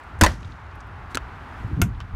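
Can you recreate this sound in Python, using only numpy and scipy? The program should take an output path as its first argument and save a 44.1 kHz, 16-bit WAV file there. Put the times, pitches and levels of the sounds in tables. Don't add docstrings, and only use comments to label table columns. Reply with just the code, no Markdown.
import sys
import numpy as np
from scipy import signal
from scipy.fft import rfft, irfft
from scipy.io import wavfile
from scipy.ndimage import uniform_filter1d

SR = 44100
rng = np.random.default_rng(int(sys.argv[2]) if len(sys.argv) > 2 else 0)


def generate_wav(sig):
    pcm = np.round(np.clip(np.atleast_2d(sig).T, -1, 1) * 32767).astype(np.int16)
    wavfile.write(sys.argv[1], SR, pcm)


def invert_db(level):
    return 10 ** (np.asarray(level, dtype=float) / 20)


N = 94815
T = np.arange(N) / SR

# frequency in Hz, level in dB.
DOOR_CRACK = [(250, -46), (500, -7.5), (1020, -8), (1800, -7.5), (2500, -18), (4950, -21), (6390, -26),
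              (16000, -38.5)]
# frequency in Hz, level in dB.
BOLT_CRACK = [(290, -38), (600, -10), (1210, -1), (2070, -7.5), (3390, -8), (7310, -31), (16000, -47)]
# start in seconds, snap, rattle and ring in dB, rattle length in seconds.
REBOUND = [
    (.2361, -7.5, -14, -3.5, 0.019),
    (.2432, -35, -24.5, -11, 0.0064),
    (.2465, -19, -13, -28.5, 0.0047),
]


def evened(x):
    return x / np.sqrt(np.mean(x ** 2) + 1e-20)


def noise(points, length=N):
    f_hz, level_db = np.transpose(points)
    hz = np.fft.rfftfreq(length, 1 / SR)
    shape_db = np.interp(np.log(hz + 1), np.log(f_hz + 1), level_db, right=-90)
    return evened(irfft(rfft(rng.standard_normal(length)) * invert_db(shape_db), length))


def curve(points):
    return invert_db(np.interp(T, *np.transpose(points)))


def lumps(hz, db):
    lowpass = signal.butter(2, hz, fs=SR, output="sos")
    return invert_db(db * evened(signal.sosfiltfilt(lowpass, rng.standard_normal(N))))


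def decay(t, t60_s):
    return invert_db(-60 * t / t60_s)


def add(mix, start_s, sound):
    part = mix[round(start_s * SR):][:len(sound)]
    part += sound[:len(part)]


def road():
    # frequency in Hz, level in dB.
    spectrum = [(100, -46), (200, -6.5), (380, -7), (545, -10.5), (821, -2), (1400, -2.5), (2450, -15),
                (5910, -37), (16000, -54.5)]
    # time in seconds, level in dB.
    level = [(0, -44), (.2, -44), (.4, -42.5), (.7, -41.5), (1.1, -43), (1.6, -41.5), (1.8, -45.5),
             (2.15, -46)]
    return noise(spectrum) * curve(level) * lumps(10, 0.31)


def rustle():
    # time in seconds, level in dB.
    level = [(0, -63), (.2, -67.5), (.6, -73), (1.09, -66.5), (1.115, -52), (1.14, -60.5), (1.3, -66.5),
             (1.6, -58.5), (1.75, -62), (2.15, -66)]
    spectrum = [(1500, -4), (4000, -7.5), (9000, -19.5), (16000, -27.0)]
    return noise(spectrum) * curve(level) * lumps(78, 0.97)


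def rumble():
    # frequency in Hz, level in dB.
    spectrum = [(12, -54), (20, -38), (38, -3), (97, 2.5), (129, -11), (197, -14), (226, -38), (260, -18),
                (340, -47.5), (570, -120)]
    # time in seconds, level in dB.
    level = [(0, -48), (.2, -35.5), (.7, -38.5), (1.2, -38), (1.5, -44.5), (2.15, -35)]
    return noise(spectrum) * curve(level) * lumps(2.7, 0.63)


def ticks():
    # start in seconds, level in dB, pitch in Hz.
    tick_rows = [(0.035, -62, 7960), (0.189, -54, 7850), (.2005, -74, 9500), (.3167, -39, 6200),
                 (0.4298, -43.5, 3120), (0.4466, -43, 3750), (.452, -60.5, 7500), (0.5204, -44.5, 3740),
                 (0.6636, -65, 6480), (0.7116, -56, 4500), (.754, -60.5, 11000), (0.804, -47.5, 6000),
                 (0.8698, -66.5, 11000), (1.1084, -59, 7500), (1.1158, -64.5, 7500), (1.7298, -68, 13000),
                 (1.9478, -52, 3210), (2.0124, -53.5, 4630)]
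    out, t = np.zeros(N), T[:2048]
    envelope = (decay(t, 0.028) + invert_db(-11.5) * decay(t, 0.051)) * np.minimum(t * 2000, 1)
    for start_s, db, hz in tick_rows:
        puff = noise([(hz / 3, -16), (hz, 0), (hz * 1.5, -10), (hz * 2.2, -35)], len(t))
        add(out, start_s, invert_db(db) * puff * envelope)
    return out


def gust():
    # frequency in Hz, level in dB.
    spectrum = [(12, -81.5), (20, -11), (59, 7.5), (149, 0.5), (215, -9.5), (248, -5), (535, -27.5),
                (600, -40.5), (780, -78), (1320, -120)]
    # time in seconds, level in dB.
    level = [(.2, -69), (.28, -20.5), (.33, -28), (.42, -36), (.51, -32.5), (.6, -52.5), (1.5, -43),
             (1.7, -35), (1.76, -34.5), (1.82, -38), (1.88, -35.5), (2.0, -43.5), (2.15, -67)]
    return noise(spectrum) * curve(level) * lumps(38, 1.4)


def hits(blows, crack, modes, snap_t60, tail_db, tail_t60, tail_hz, damp, strike):
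    # frequency in Hz, level in dB.
    snap_spectrum = [(500, -11), (1500, -4.5), (4500, 4.5), (8500, 4), (12500, -6), (14800, -30),
                     (16000, -26)]
    out, t = np.zeros(N), T[:16384]
    tail_lowpass = signal.butter(2, tail_hz, fs=SR, output="sos")
    for start_s, snap_db, rattle_db, ring_db, rattle_s in blows:
        snap = invert_db(snap_db) * decay(t, snap_t60) * noise(snap_spectrum, len(t))
        hold = np.exp(-(t / rattle_s) ** 3)
        onset = 1 - np.exp(-t / 0.00093)
        rattle = invert_db(rattle_db) * noise(crack, len(t)) * hold * onset
        dull = signal.sosfilt(tail_lowpass, noise(crack, len(t)))
        tail = invert_db(rattle_db + tail_db) * decay(t, tail_t60) * dull

        modal = np.zeros(len(t))
        for hz, db, t60_s in modes:
            modal += invert_db(db) * decay(t, min(t60_s * damp, 0.25)) * np.sin(2 * np.pi * hz * t)
        shake = rng.standard_normal(4096) * (hold + invert_db(-20.5) * decay(t, tail_t60))[:4096]
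        shake[0] += strike
        ring = signal.fftconvolve(modal, shake / np.linalg.norm(shake))[:len(t)]
        add(out, start_s, snap + rattle + tail + invert_db(ring_db) * ring)
    return out


def slam():
    # start in seconds, snap, rattle and ring in dB, rattle length in seconds.
    blows = [
        (.2118, -8, -12, -9, 0.017),
    ]
    # pitch in Hz, level in dB, t60 in seconds.
    panel = [(546, 0.5, .05), (658, -5, 0.067), (797, -4.5, 0.034), (1244, -7, .03), (1030, -8, .06),
             (1130, -6, 0.051), (1500, 4, 0.037), (1825, -13, .06), (4064, -24.5, .04), (4670, -14, 0.03),
             (5360, -25, .04), (5730, -19, .04), (7750, -21.5, 0.03)]
    return hits(blows, DOOR_CRACK, panel, snap_t60=0.02, tail_db=-6.5, tail_t60=0.25,
                tail_hz=11000, damp=0.48, strike=18)


def thuds():
    # start in seconds, level in dB, pitch in Hz, t60 in seconds.
    thud_rows = [(0.217, -7.5, 316.7, 0.13), (0.223, 0, 85.9, 0.14), (0.2242, -3, 201.3, 0.05),
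                 (.263, -21, 189, .15), (.268, -25, 357.5, 0.16), (0.258, -9.5, 51, 0.24),
                 (0.491, -27.5, 69.5, 0.38), (1.149, -23, 265, 0.087), (1.646, -19.5, 112, 0.07),
                 (1.8222, -7, 91.3, .11), (1.8225, -13, 177, 0.08), (1.823, -21, 327, 0.046),
                 (2.138, -19.5, 57.6, 0.57)]
    out, t = np.zeros(N), T[:20000]
    onset = np.minimum(t / 0.0015, 1)
    for start_s, db, hz, t60_s in thud_rows:
        add(out, start_s, -invert_db(db) * decay(t, t60_s) * np.sin(2 * np.pi * hz * t) * onset)
    return out


def rebound():
    # pitch in Hz, level in dB, t60 in seconds.
    ring_modes = [(623, -8, 0.049), (956, -5.5, 0.047), (1012, -6, 0.051), (1008, 0.5, 0.11),
                  (1754, -11, 0.061), (1826, -6.5, 0.068), (2580, -3.5, 0.039), (3630, -0.5, 0.012),
                  (4300, -16, 0.027), (4375, -19, .03), (5590, -15, .025), (6470, -4.5, .025),
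                  (7500, -25, .03)]
    return hits(REBOUND, DOOR_CRACK, ring_modes, snap_t60=0.017, tail_db=-19.5, tail_t60=0.13,
                tail_hz=11980, damp=0.42, strike=16)


def sheet():
    t = np.maximum(T - REBOUND[0][0], 0)
    shimmer = noise([(2500, -7), (4500, -6.5), (6300, -5), (8500, -16), (12000, -22)])
    envelope = invert_db(-44.5) * decay(t, 1.0) * np.minimum(t / 0.014, 1)
    return shimmer * lumps(49, 2.5) * envelope


def settle():
    # start in seconds, snap, rattle and ring in dB, rattle length in seconds.
    blows = [
        (.2630, -10.5, -16, -6, 0.0065),
    ]
    # pitch in Hz, level in dB, t60 in seconds.
    ring_modes = [(650, -4, 0.066), (869, -3.5, 0.23), (960, -12, .06), (1576, -1, .05), (1810, 2, 0.049),
                  (1966, -9, 0.11), (2380, -5.5, 0.044), (3000, -9, 0.057), (3690, -15, 0.041),
                  (4250, -16, .06), (4440, -21.5, 0.055), (5720, -17.5, .05)]
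    return hits(blows, DOOR_CRACK, ring_modes, snap_t60=0.0074, tail_db=-4.5, tail_t60=0.21,
                tail_hz=13000, damp=0.44, strike=3)


def eddies():
    # centre in seconds, level in dB, pitch in Hz, half length in seconds.
    whirls = [(0.306, -13.5, 76.5, 0.011), (0.33, -27, 60, .01), (1.717, -32.5, 330, .005),
              (1.8, -24, 260, 0.0076), (1.706, -28.5, 75.6, .014), (1.735, -25.5, 126, 0.0085),
              (1.75, -19, 75, 0.015), (1.781, -17, 144, 0.0096), (1.798, -15, 138, 0.0083),
              (1.810, -16.5, 161, 0.0038), (1.848, -13, 111, 0.0062), (1.858, -25, 112, 0.013),
              (1.867, -20.5, 183, 0.0098), (1.892, -18, 81.4, 0.0083), (1.91, -24, 70, 0.0099),
              (1.928, -23.5, 111, 0.0077), (1.953, -25.5, 50.6, 0.022), (1.979, -22.5, 65, 0.0088),
              (2.02, -23.5, 75, 0.0069)]
    out = np.zeros(N)
    for centre_s, db, hz, half_s in whirls:
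        t = T - centre_s
        out += invert_db(db) * np.exp(-(t / half_s) ** 2) * np.cos(2 * np.pi * hz * t)
    return out


def latch():
    # start in seconds, snap, rattle and ring in dB, rattle length in seconds.
    blows = [
        (1.147, -29.5, -15, -25.5, 0.00067),
        (1.1533, -23, -19, -27.5, 0.0022),
    ]
    # frequency in Hz, level in dB.
    crack = [(180, 1), (300, 22.5), (801, -17), (1390, 12.5), (2500, 3.5), (4160, 2), (11500, -49),
             (16000, -63.5)]
    # pitch in Hz, level in dB, t60 in seconds.
    lever = [(1330, -1.5, 0.032), (3200, -11, 0.0088), (4070, 7, 0.013), (4200, -8, 0.009),
             (6250, 1.5, 0.024), (7230, -23, 0.015)]
    return hits(blows, crack, lever, snap_t60=0.016, tail_db=-6.5, tail_t60=0.02,
                tail_hz=10000, damp=0.63, strike=15)


def catch():
    # start in seconds, snap, rattle and ring in dB, rattle length in seconds.
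    blows = [
        (1.1723, -24, -21, -18, 0.0017),
    ]
    # pitch in Hz, level in dB, t60 in seconds.
    bolt = [(850, -30, 0.017), (1350, 0.5, 0.053), (1510, 3.5, 0.019), (2050, -7, 0.0084),
            (2600, -1, 0.016), (4100, -37, 0.013)]
    return hits(blows, BOLT_CRACK, bolt, snap_t60=0.008, tail_db=-4, tail_t60=0.039,
                tail_hz=9000, damp=0.49, strike=86)


def flutter():
    # time in seconds, level in dB.
    level = [(1.6, -69), (1.72, -37), (1.76, -41), (1.795, -25), (1.825, -33), (1.865, -30), (1.93, -50),
             (2.0, -53.5)]
    return noise([(60, -28), (120, -5.5), (200, -3), (380, -16.0), (600, -35.5)]) * curve(level)


def stop():
    # start in seconds, snap, rattle and ring in dB, rattle length in seconds.
    blows = [
        (1.8167, -15, -20.5, -18.5, 0.0058),
        (1.8222, -40, -25, -33, 0.003),
    ]
    # frequency in Hz, level in dB.
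    crack = [(400, -27), (1000, -1), (1460, -4.5), (2600, 0), (4500, -18), (6400, -5.5), (10000, -13),
             (12300, -4), (16000, -42)]
    # pitch in Hz, level in dB, t60 in seconds.
    frame = [(700, -9.5, 0.079), (1225, -10, 0.069), (1416, 3, 0.053), (1530, -7.5, 0.09),
             (2190, 1.5, 0.016), (2660, -1.5, 0.028), (3230, -18, 0.035), (6200, 3.5, 0.004),
             (8200, -16, .008), (12300, -4, .008), (12500, -24, .05)]
    return hits(blows, crack, frame, snap_t60=0.0072, tail_db=-9.5, tail_t60=0.13,
                tail_hz=10000, damp=1, strike=13.4)


def release():
    # start in seconds, snap, rattle and ring in dB, rattle length in seconds.
    blows = [
        (2.0036, -47, -37.5, -31.5, 0.0013),
        (2.0075, -64.5, -52, -47, 0.0043),
    ]
    # pitch in Hz, level in dB, t60 in seconds.
    spring = [(1164, 2, 0.031), (1510, -8.5, 0.037), (3000, -6.5, 0.023), (4120, -2, 0.0065),
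              (5350, -11, 0.0092)]
    return hits(blows, BOLT_CRACK, spring, snap_t60=0.004, tail_db=-0.5, tail_t60=0.079,
                tail_hz=9000, damp=0.72, strike=22)


def scene():
    background = road() + rustle() + rumble()
    closing = slam() + thuds() + rebound() + sheet() + settle()
    handle = latch() + catch() + release()
    moving_air = gust() + eddies() + flutter()
    return (background + ticks() + closing + handle + moving_air + stop())[None]


def band_limit(x):
    return signal.sosfilt(signal.butter(12, 16410, fs=SR, output="sos"), x)


def record(dry):
    threshold_db, duck_ratio, ceiling = -22, 0.3, 0.72
    power_db = 10 * np.log10(abs(uniform_filter1d(dry[0] ** 2, 900, origin=440)) + 1e-12)
    recovery_db = T * 20.0
    peak_db = np.maximum.accumulate(power_db + recovery_db) - recovery_db
    over_db = np.maximum(peak_db - threshold_db, 0)
    duck_db = -duck_ratio * uniform_filter1d(over_db, 1600, origin=790)
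    held = ceiling * np.tanh(dry * invert_db(duck_db) / ceiling)
    edge = signal.cheby2(14, 50, 16450, fs=SR, output="sos")
    return band_limit(signal.sosfilt(edge, held))


dry = scene()
out = record(dry)
generate_wav(out)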